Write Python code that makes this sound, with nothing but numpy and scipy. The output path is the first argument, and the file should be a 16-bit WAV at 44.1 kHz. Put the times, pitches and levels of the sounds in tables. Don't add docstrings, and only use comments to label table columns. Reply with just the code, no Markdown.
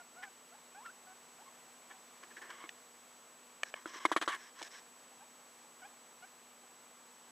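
import sys
import numpy as np
from scipy import signal
from scipy.fft import rfft, irfft, next_fast_len
from scipy.io import wavfile
from scipy.ndimage import uniform_filter1d, map_coordinates

SR = 44100
rng = np.random.default_rng(int(sys.argv[2]) if len(sys.argv) > 2 else 0)


def convert_level_to_amplitude(level_db):
    exponent = np.asarray(level_db, float) / 20
    return 10 ** exponent


def unload_wav(signal):
    wavfile.write(
        sys.argv[1],
        SR,
        np.round(np.clip(np.atleast_2d(signal).T, -1, 1) * 32767).astype(np.int16),
    )


N = 322355

# pitch_hz, width_hz, level_db
LOW_SHELL = [(1086, 238, 1), (2137, 255, -2), (3160, 510, -4.5)]
# pitch_hz, width_hz, level_db
HIGH_SHELL = [(1697, 440, 9), (3396, 310, -4)]
# pitch_hz, level_db (per Hz)
LOOSE_PARTS = [(120, -47), (200, -5.5), (696, -3), (1040, -4), (1570, 2), (2130, 1), (2650, -12),
               (3350, -5), (5260, -15), (7830, -14.5), (8880, -20), (9900, -18), (15000, -43)]


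def unit(x):
    return x / np.sqrt(np.mean(x ** 2) + 1e-20)


def along(points, hz):
    f, v = np.transpose(points)
    return np.interp(np.log(hz + 1), np.log(f + 1), v)


def wobble(rate):
    knots = rng.standard_normal(int(N * rate / SR) + 4)
    return map_coordinates(knots, [np.arange(N) * rate / SR])


def filtered(x, response):
    m = next_fast_len(N + 8192)
    return irfft(rfft(x, m) * response(np.fft.rfftfreq(m, 1 / SR)), m)[..., :N]


def span(first_s, last_s):
    at = np.arange(round(first_s * SR), min(round(last_s * SR), N))
    nearest_end = np.minimum(at - at[0], at[-1] - at)
    return at, np.minimum(1, nearest_end / (0.0025 * SR))


def room():
    # pitch_hz, level_db (per Hz)
    hush_curve = [(30, -23), (60, -18.5), (100, -16), (160, -6), (300, -2), (480, 0), (1100, 3), (1500, -2),
                  (3200, -5.5), (5000, -9.5), (6500, -6), (8700, -10.5), (9400, -13.5), (15500, -16)]
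    # pitch_hz, likeness (1 = the same)
    alike = [(60, 0.99), (250, 1), (640, 0.93), (1400, 0.91), (3100, 0.71), (8000, 0.91), (15000, 0.41)]
    tone_hz = [242.4, 484, 7867, 12408]
    # level_db (rms), phase_wander_turns
    tones = [
        (-75.5, 0.13),
        (-79, 0.5),
        (-64.5, .02),
        (-84, 0.022),
    ]

    def mid_and_side(hz):
        turn = np.arccos(np.clip(along(alike, hz), -1, 1)) / 2
        return convert_level_to_amplitude(along(hush_curve, hz)) * np.array([np.cos(turn), np.sin(turn)])

    mid, side = filtered(rng.standard_normal((2, N)), mid_and_side)
    hush_db = -60.5 + 0.35 * wobble(1.29) + 0.28 * wobble(12)
    out = convert_level_to_amplitude(hush_db) * unit(np.array([mid + side, mid - side]))
    t = np.arange(N) / SR
    for hz, (db, wander) in zip(tone_hz, tones):
        level = np.sqrt(2) * convert_level_to_amplitude(db + 0.26 * wobble(2.96))
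        out = out + level * np.sin(2 * np.pi * (hz * t + wander * wobble(6)))
    return out


def voice(at, hz, level, effort_db, tremor, flutter):
    # pitch_hz, level_db
    throat = [(650, -5), (850, 1), (1100, 1), (1400, 7.5), (1620, 3.5), (1800, -8), (2350, -0.5),
              (3400, -8.5)]
    partials_db = [0, -8, -10, -10]
    # time_s, level_db
    facing = [(2, -4), (5.6, 0.5)]
    phase = 2 * np.pi * np.cumsum(hz * (1 + 0.01 * tremor[at])) / SR
    facing_db = np.interp(at[0] / SR, *np.transpose(facing))
    effort_lift_db = 0.97 * (effort_db + 58.5)
    lift_db = [0, effort_lift_db, effort_lift_db + facing_db, effort_lift_db + facing_db]
    tone = np.zeros(len(at))
    for k, db in enumerate(partials_db):
        partial_db = db + lift_db[k] + along(throat, (k + 1) * hz)
        tone -= convert_level_to_amplitude(partial_db) * np.cos((k + 1) * phase)
    return np.sqrt(2) * level * convert_level_to_amplitude(1.5 * flutter[at]) * tone


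def rodent():
    # start_s, length_s, first_pitch_hz, last_pitch_hz, level_db
    chirps = [(0.0, 0.026, 713, 716, -57.5), (0.509, 0.057, 643, 930, -61), (1.063, 0.078, 733, 770, -60),
              (1.384, .052, 697, 1010, -61.5), (1.46, .018, 1060, 1100, -60),
              (1.474, 0.025, 1080, 1076, -58), (1.657, 0.045, 746, 790, -66.5),
              (1.903, .024, 790, 795, -61), (1.93, 0.041, 762, 760, -63), (5.201, 0.046, 750, 1003, -60.5),
              (5.64, .025, 810, 910, -64), (6.221, 0.0386, 698, 825, -57), (6.631, .022, 760, 780, -65)]
    # time_s, pitch_hz, effort_db
    long_calls = [
        [(0.16, 662, -61), (0.188, 742, -56.5), (0.22, 740, -56.5), (0.234, 802, -55), (0.246, 837, -62.5),
         (0.282, 760, -56.5), (0.292, 770, -76)],
        [(0.745, 705, -55.5), (0.773, 815, -58), (0.807, 901, -58), (0.839, 1097, -63), (0.857, 1440, -58),
         (0.883, 1290, -57.5), (0.91, 1650, -62)],
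        [(5.817, 780, -60), (5.831, 718, -56.5), (5.841, 735, -56.5), (5.856, 815, -56), (5.866, 830, -58),
         (5.875, 840, -66)],
    ]
    attack_s, release_s = 0.0069, 0.01
    glide_bend = 1.52
    hook_hz, hook_s = 30, 0.0044
    out, tremor, flutter = np.zeros(N), wobble(90), wobble(110)
    for s, length, first_hz, last_hz, db in chirps:
        at, _ = span(s, s + length)
        t = (at - at[0]) / SR
        rise = t / attack_s + (s == 0)
        swell = np.clip(np.minimum(rise, (length - t) / release_s), 0, 1)
        glide_hz = first_hz + (last_hz - first_hz) * (t / length) ** glide_bend
        hz = glide_hz + hook_hz * np.exp(-t / hook_s)
        out[at] += voice(at, hz, convert_level_to_amplitude(db) * swell, db, tremor, flutter)
    for s, hz, db in map(np.transpose, long_calls):
        at, fade = span(s[0], s[-1])
        level = fade * convert_level_to_amplitude(np.interp(at / SR, s, db))
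        out[at] += voice(at, np.interp(at / SR, s, hz), level, np.median(db), tremor, flutter)
    return out


def shell(modes):
    def response(f):
        total = 0
        for k, (centre, width, db) in enumerate(modes):
            drive = 1j * f * width
            total = total + (-1) ** k * convert_level_to_amplitude(db) * drive / (centre * centre - f * f + drive)
        return total
    return response


def fibres(lumpy_db):
    return rng.standard_normal(N) * convert_level_to_amplitude(lumpy_db * wobble(700) + 1.5 * wobble(120))


def steady(x):
    power = np.abs(uniform_filter1d(x ** 2, size=260))
    return unit(x / np.sqrt(power + 0.37 * np.mean(x ** 2)))


def rubbed_case():
    # pitch_hz, level_db (per Hz)
    hiss_curve = [(1200, -30), (2400, -5), (3000, -8), (4050, -4), (4500, -12), (5350, 0), (7500, -11),
                  (9400, -22), (15000, -34)]
    # pitch_hz, width_hz, level_db
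    hollow_modes = [(340, 56, 4), (635, 760, -6)]
    low = steady(filtered(fibres(lumpy_db=4.5), lambda hz: shell(LOW_SHELL)(hz) ** 2))
    high = steady(filtered(fibres(lumpy_db=3.5), lambda hz: shell(HIGH_SHELL)(hz) ** 2))
    hiss = unit(filtered(fibres(lumpy_db=2), lambda hz: convert_level_to_amplitude(along(hiss_curve, hz))))
    hollow = unit(filtered(fibres(lumpy_db=-6), shell(hollow_modes)))
    return low, high, hiss, hollow


def rubbing():
    # peak_s, rise_s, fall_s, level_db, low_shell_db
    scuffs = [(0.236, 0.016, .022, -42.5, -10), (0.862, .011, 0.013, -50, -6),
              (1.915, 0.019, .018, -50.5, -5.5), (2.237, 0.012, 0.013, -51.5, -2.5),
              (2.316, .014, .017, -54.5, -6), (2.37, 0.006, 0.028, -45.5, -19),
              (2.418, 0.0051, 0.098, -49, -9), (2.508, 0.018, 0.02, -47.5, -4)]
    # peak_s, rise_s, fall_s, level_db, low_shell_db
    drags = [(2.53, 0.0068, 0.063, -60, 4), (2.61, .03, .055, -61, 8), (3.759, .004, .045, -57.5, 2.5),
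             (4.101, 0.033, 0.012, -53, -5), (4.264, .014, 0.0039, -51, -8)]
    # peak_s, rise_s, fall_s, level_db, low_shell_db
    wipes = [(3.667, 0.015, 0.038, -57, -10), (3.818, .008, 0.016, -65, -2),
             (3.876, 0.0042, 0.064, -56.5, 0.5), (3.945, .01, .048, -51, 0),
             (4.008, 0.012, 0.063, -57.5, 5), (4.42, 0.055, 0.08, -60, -4), (4.581, 0.028, 0.023, -62.5, 1),
             (4.613, 0.025, 0.0032, -55, -6), (4.647, 0.022, 0.038, -54, -15),
             (4.744, 0.038, 0.018, -57.5, -7), (4.781, 0.035, 0.019, -58.5, -6)]
    # peak_s, rise_s, fall_s, level_db, low_shell_db
    scrapes = [
        (4.31, .022, 0.029, -45.5, 4),
        (4.343, 0.026, 0.026, -39.5, -3.5),
    ]
    # dry_hiss_db, hollow_db, loose_parts_db, rise_depth_db, fall_depth_db
    grips = [
        (-16, -8, -14, 15, 15),
        (-6.5, -5, -23, 11, 4.5),
        (0, -8, -23, 4.5, 4),
        (-19, -16, -5.5, 7.5, 13.5),
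    ]
    out = np.zeros(N)
    low, high, hiss, hollow = rubbed_case()
    loose = unit(filtered(fibres(lumpy_db=-8), lambda hz: convert_level_to_amplitude(along(LOOSE_PARTS, hz)) * hz / (hz + 5000)))
    for strokes, grip in zip([scuffs, drags, wipes, scrapes], grips):
        hiss_db, hollow_db, loose_db, rise_db, fall_db = grip
        for s, rise, fall, db, low_db in strokes:
            at, fade = span(s - rise, s + fall)
            press_db = np.interp(at / SR, [s - rise, s, s + fall], [db - rise_db, db, db - fall_db])
            parts = high[at] + convert_level_to_amplitude(low_db + 1.5) * low[at] + convert_level_to_amplitude(hiss_db) * hiss[at]
            parts += convert_level_to_amplitude(hollow_db) * hollow[at] + convert_level_to_amplitude(loose_db) * loose[at]
            out[at] += fade * convert_level_to_amplitude(press_db) * parts
    return out


def ticks():
    tick_times = [2.5035, 2.6918, 3.6331, 3.7404, 4.6183, 4.6273, 4.632]
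    # peak_db, ring_hz, push_db and crack_db (over the peak)
    tick_table = [(-47, 1750, -20, 3), (-35.5, 1950, -30, -5), (-17.5, 1740, -13, -8),
                  (-26.5, 1720, -2, -22), (-45, 1700, -8, 5), (-40, 1644, -10, 5.5), (-47, 1700, -10, 6)]
    # peak_db, t60_s
    ring_times = [(-36, .013), (-28, .007)]
    bright_curve = [(2500, -4), (6500, -2.5), (10000, -16), (14000, -42)]  # pitch_hz, level_db
    bounce_s, bounce_db = 0.0017, -6
    out, t = np.zeros(N), np.arange(SR // 32) / SR
    bright = unit(filtered(rng.standard_normal(N), lambda hz: convert_level_to_amplitude(along(bright_curve, hz))))
    after = unit(filtered(rng.standard_normal(N), shell(HIGH_SHELL)))
    for s, (db, hz, push_db, crack_db) in zip(tick_times, tick_table):
        t60 = np.interp(db, *np.transpose(ring_times))
        at = round(s * SR) + np.arange(len(t))
        ring = -np.sin(2 * np.pi * hz * t)
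        ring -= 0.914 * np.sin(2 * np.pi * 1.331 * hz * t)
        ring += 0.45 * np.sin(2 * np.pi * 1.793 * hz * t)
        push = convert_level_to_amplitude(push_db) * np.sin(2 * np.pi * 620 * t)
        crack = convert_level_to_amplitude(crack_db - 60 * t / 0.096) * bright[at]
        tail = convert_level_to_amplitude(-16.5 - 60 * t / 0.018) * after[at]
        onset = 1 - np.exp(-t / 0.00018)
        out[at] += convert_level_to_amplitude(db) * onset * (convert_level_to_amplitude(-60 * t / t60) * (ring + push + crack) + tail)
    return out + convert_level_to_amplitude(bounce_db) * np.roll(out, round(bounce_s * SR))


def knocks():
    knock_times = [2.6393, 3.8573, 3.958, 4.0517, 4.1158, 4.163, 4.2131, 4.223, 4.2765, 4.6148]
    # peak_db, blow_hz, overtone_db and rattle_db (over the peak), rattle_length_s
    knock_table = [(-37, 1100, -12, -22, 0.014), (-26.5, 1370, -31, -23, 0.039),
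                   (-49, 356, -20, -18, 0.012), (-13, 1080, -12.5, -17, 0.014),
                   (-17, 1000, -26, -17.5, 0.033), (-13.5, 1130, -22, -18.5, 0.026),
                   (-27.5, 3100, -23, -7, 0.014), (-32.5, 1250, -10, -3, 0.0244),
                   (-20.5, 1140, -31, -13, 0.064), (-37, 900, -20, -12, 0.0081)]
    thump_db, thump_grows = -19.5, 0.77
    jolt_db, jolt_s = -30, 0.0025
    out, t = np.zeros(N), np.arange(SR // 16) / SR
    loose = unit(filtered(fibres(lumpy_db=1.5),
                          lambda hz: convert_level_to_amplitude(along(LOOSE_PARTS, hz)) * (0.5 + shell(LOW_SHELL)(hz))))
    for s, (db, hz, overtone_db, rattle_db, length) in zip(knock_times, knock_table):
        at = round(s * SR) + np.arange(len(t))
        soft = 1 - np.exp(-(t / 0.00072) ** 2)
        stop = np.exp(-(t / length) ** 4)
        blow = -np.sin(2 * np.pi * hz * t) * np.exp(-t * hz / 1.92)
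        overtone = convert_level_to_amplitude(overtone_db) * np.sin(2 * np.pi * 1.9884 * hz * t) * np.exp(-t * hz / 9) * stop
        thump_level = convert_level_to_amplitude(thump_db - (1 - thump_grows) * db - 60 * t / 0.089)
        thump = -np.sin(2 * np.pi * 324 * t) * thump_level * np.exp(-(t / 0.019) ** 4)
        body = np.sin(2 * np.pi * 600 * t) * convert_level_to_amplitude(-18 - 60 * t / 0.017)
        rattle = convert_level_to_amplitude(rattle_db - 60 * t / 0.12) * stop * (1 - np.exp(-t / 0.0011)) * loose[at]
        jolt = convert_level_to_amplitude(jolt_db) * t / jolt_s * np.exp(1 - t / jolt_s)
        out[at] += convert_level_to_amplitude(db + 4.5) * soft * (blow + overtone + thump + rattle + body + jolt)
    return out


def scene():
    def thin(hz):
        return 0.082 + 0.81 * (1j * hz / (200 + 1j * hz)) ** 2

    return room() + rodent() + filtered(rubbing() + ticks() + knocks(), thin)


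def roll_off(x):
    return signal.sosfilt(signal.butter(12, 15700, fs=SR, output="sos"), x)


def record(dry):
    mix = filtered(dry, lambda hz: hz < 15300)
    return roll_off(mix)


dry = scene()
out = record(dry)
unload_wav(out)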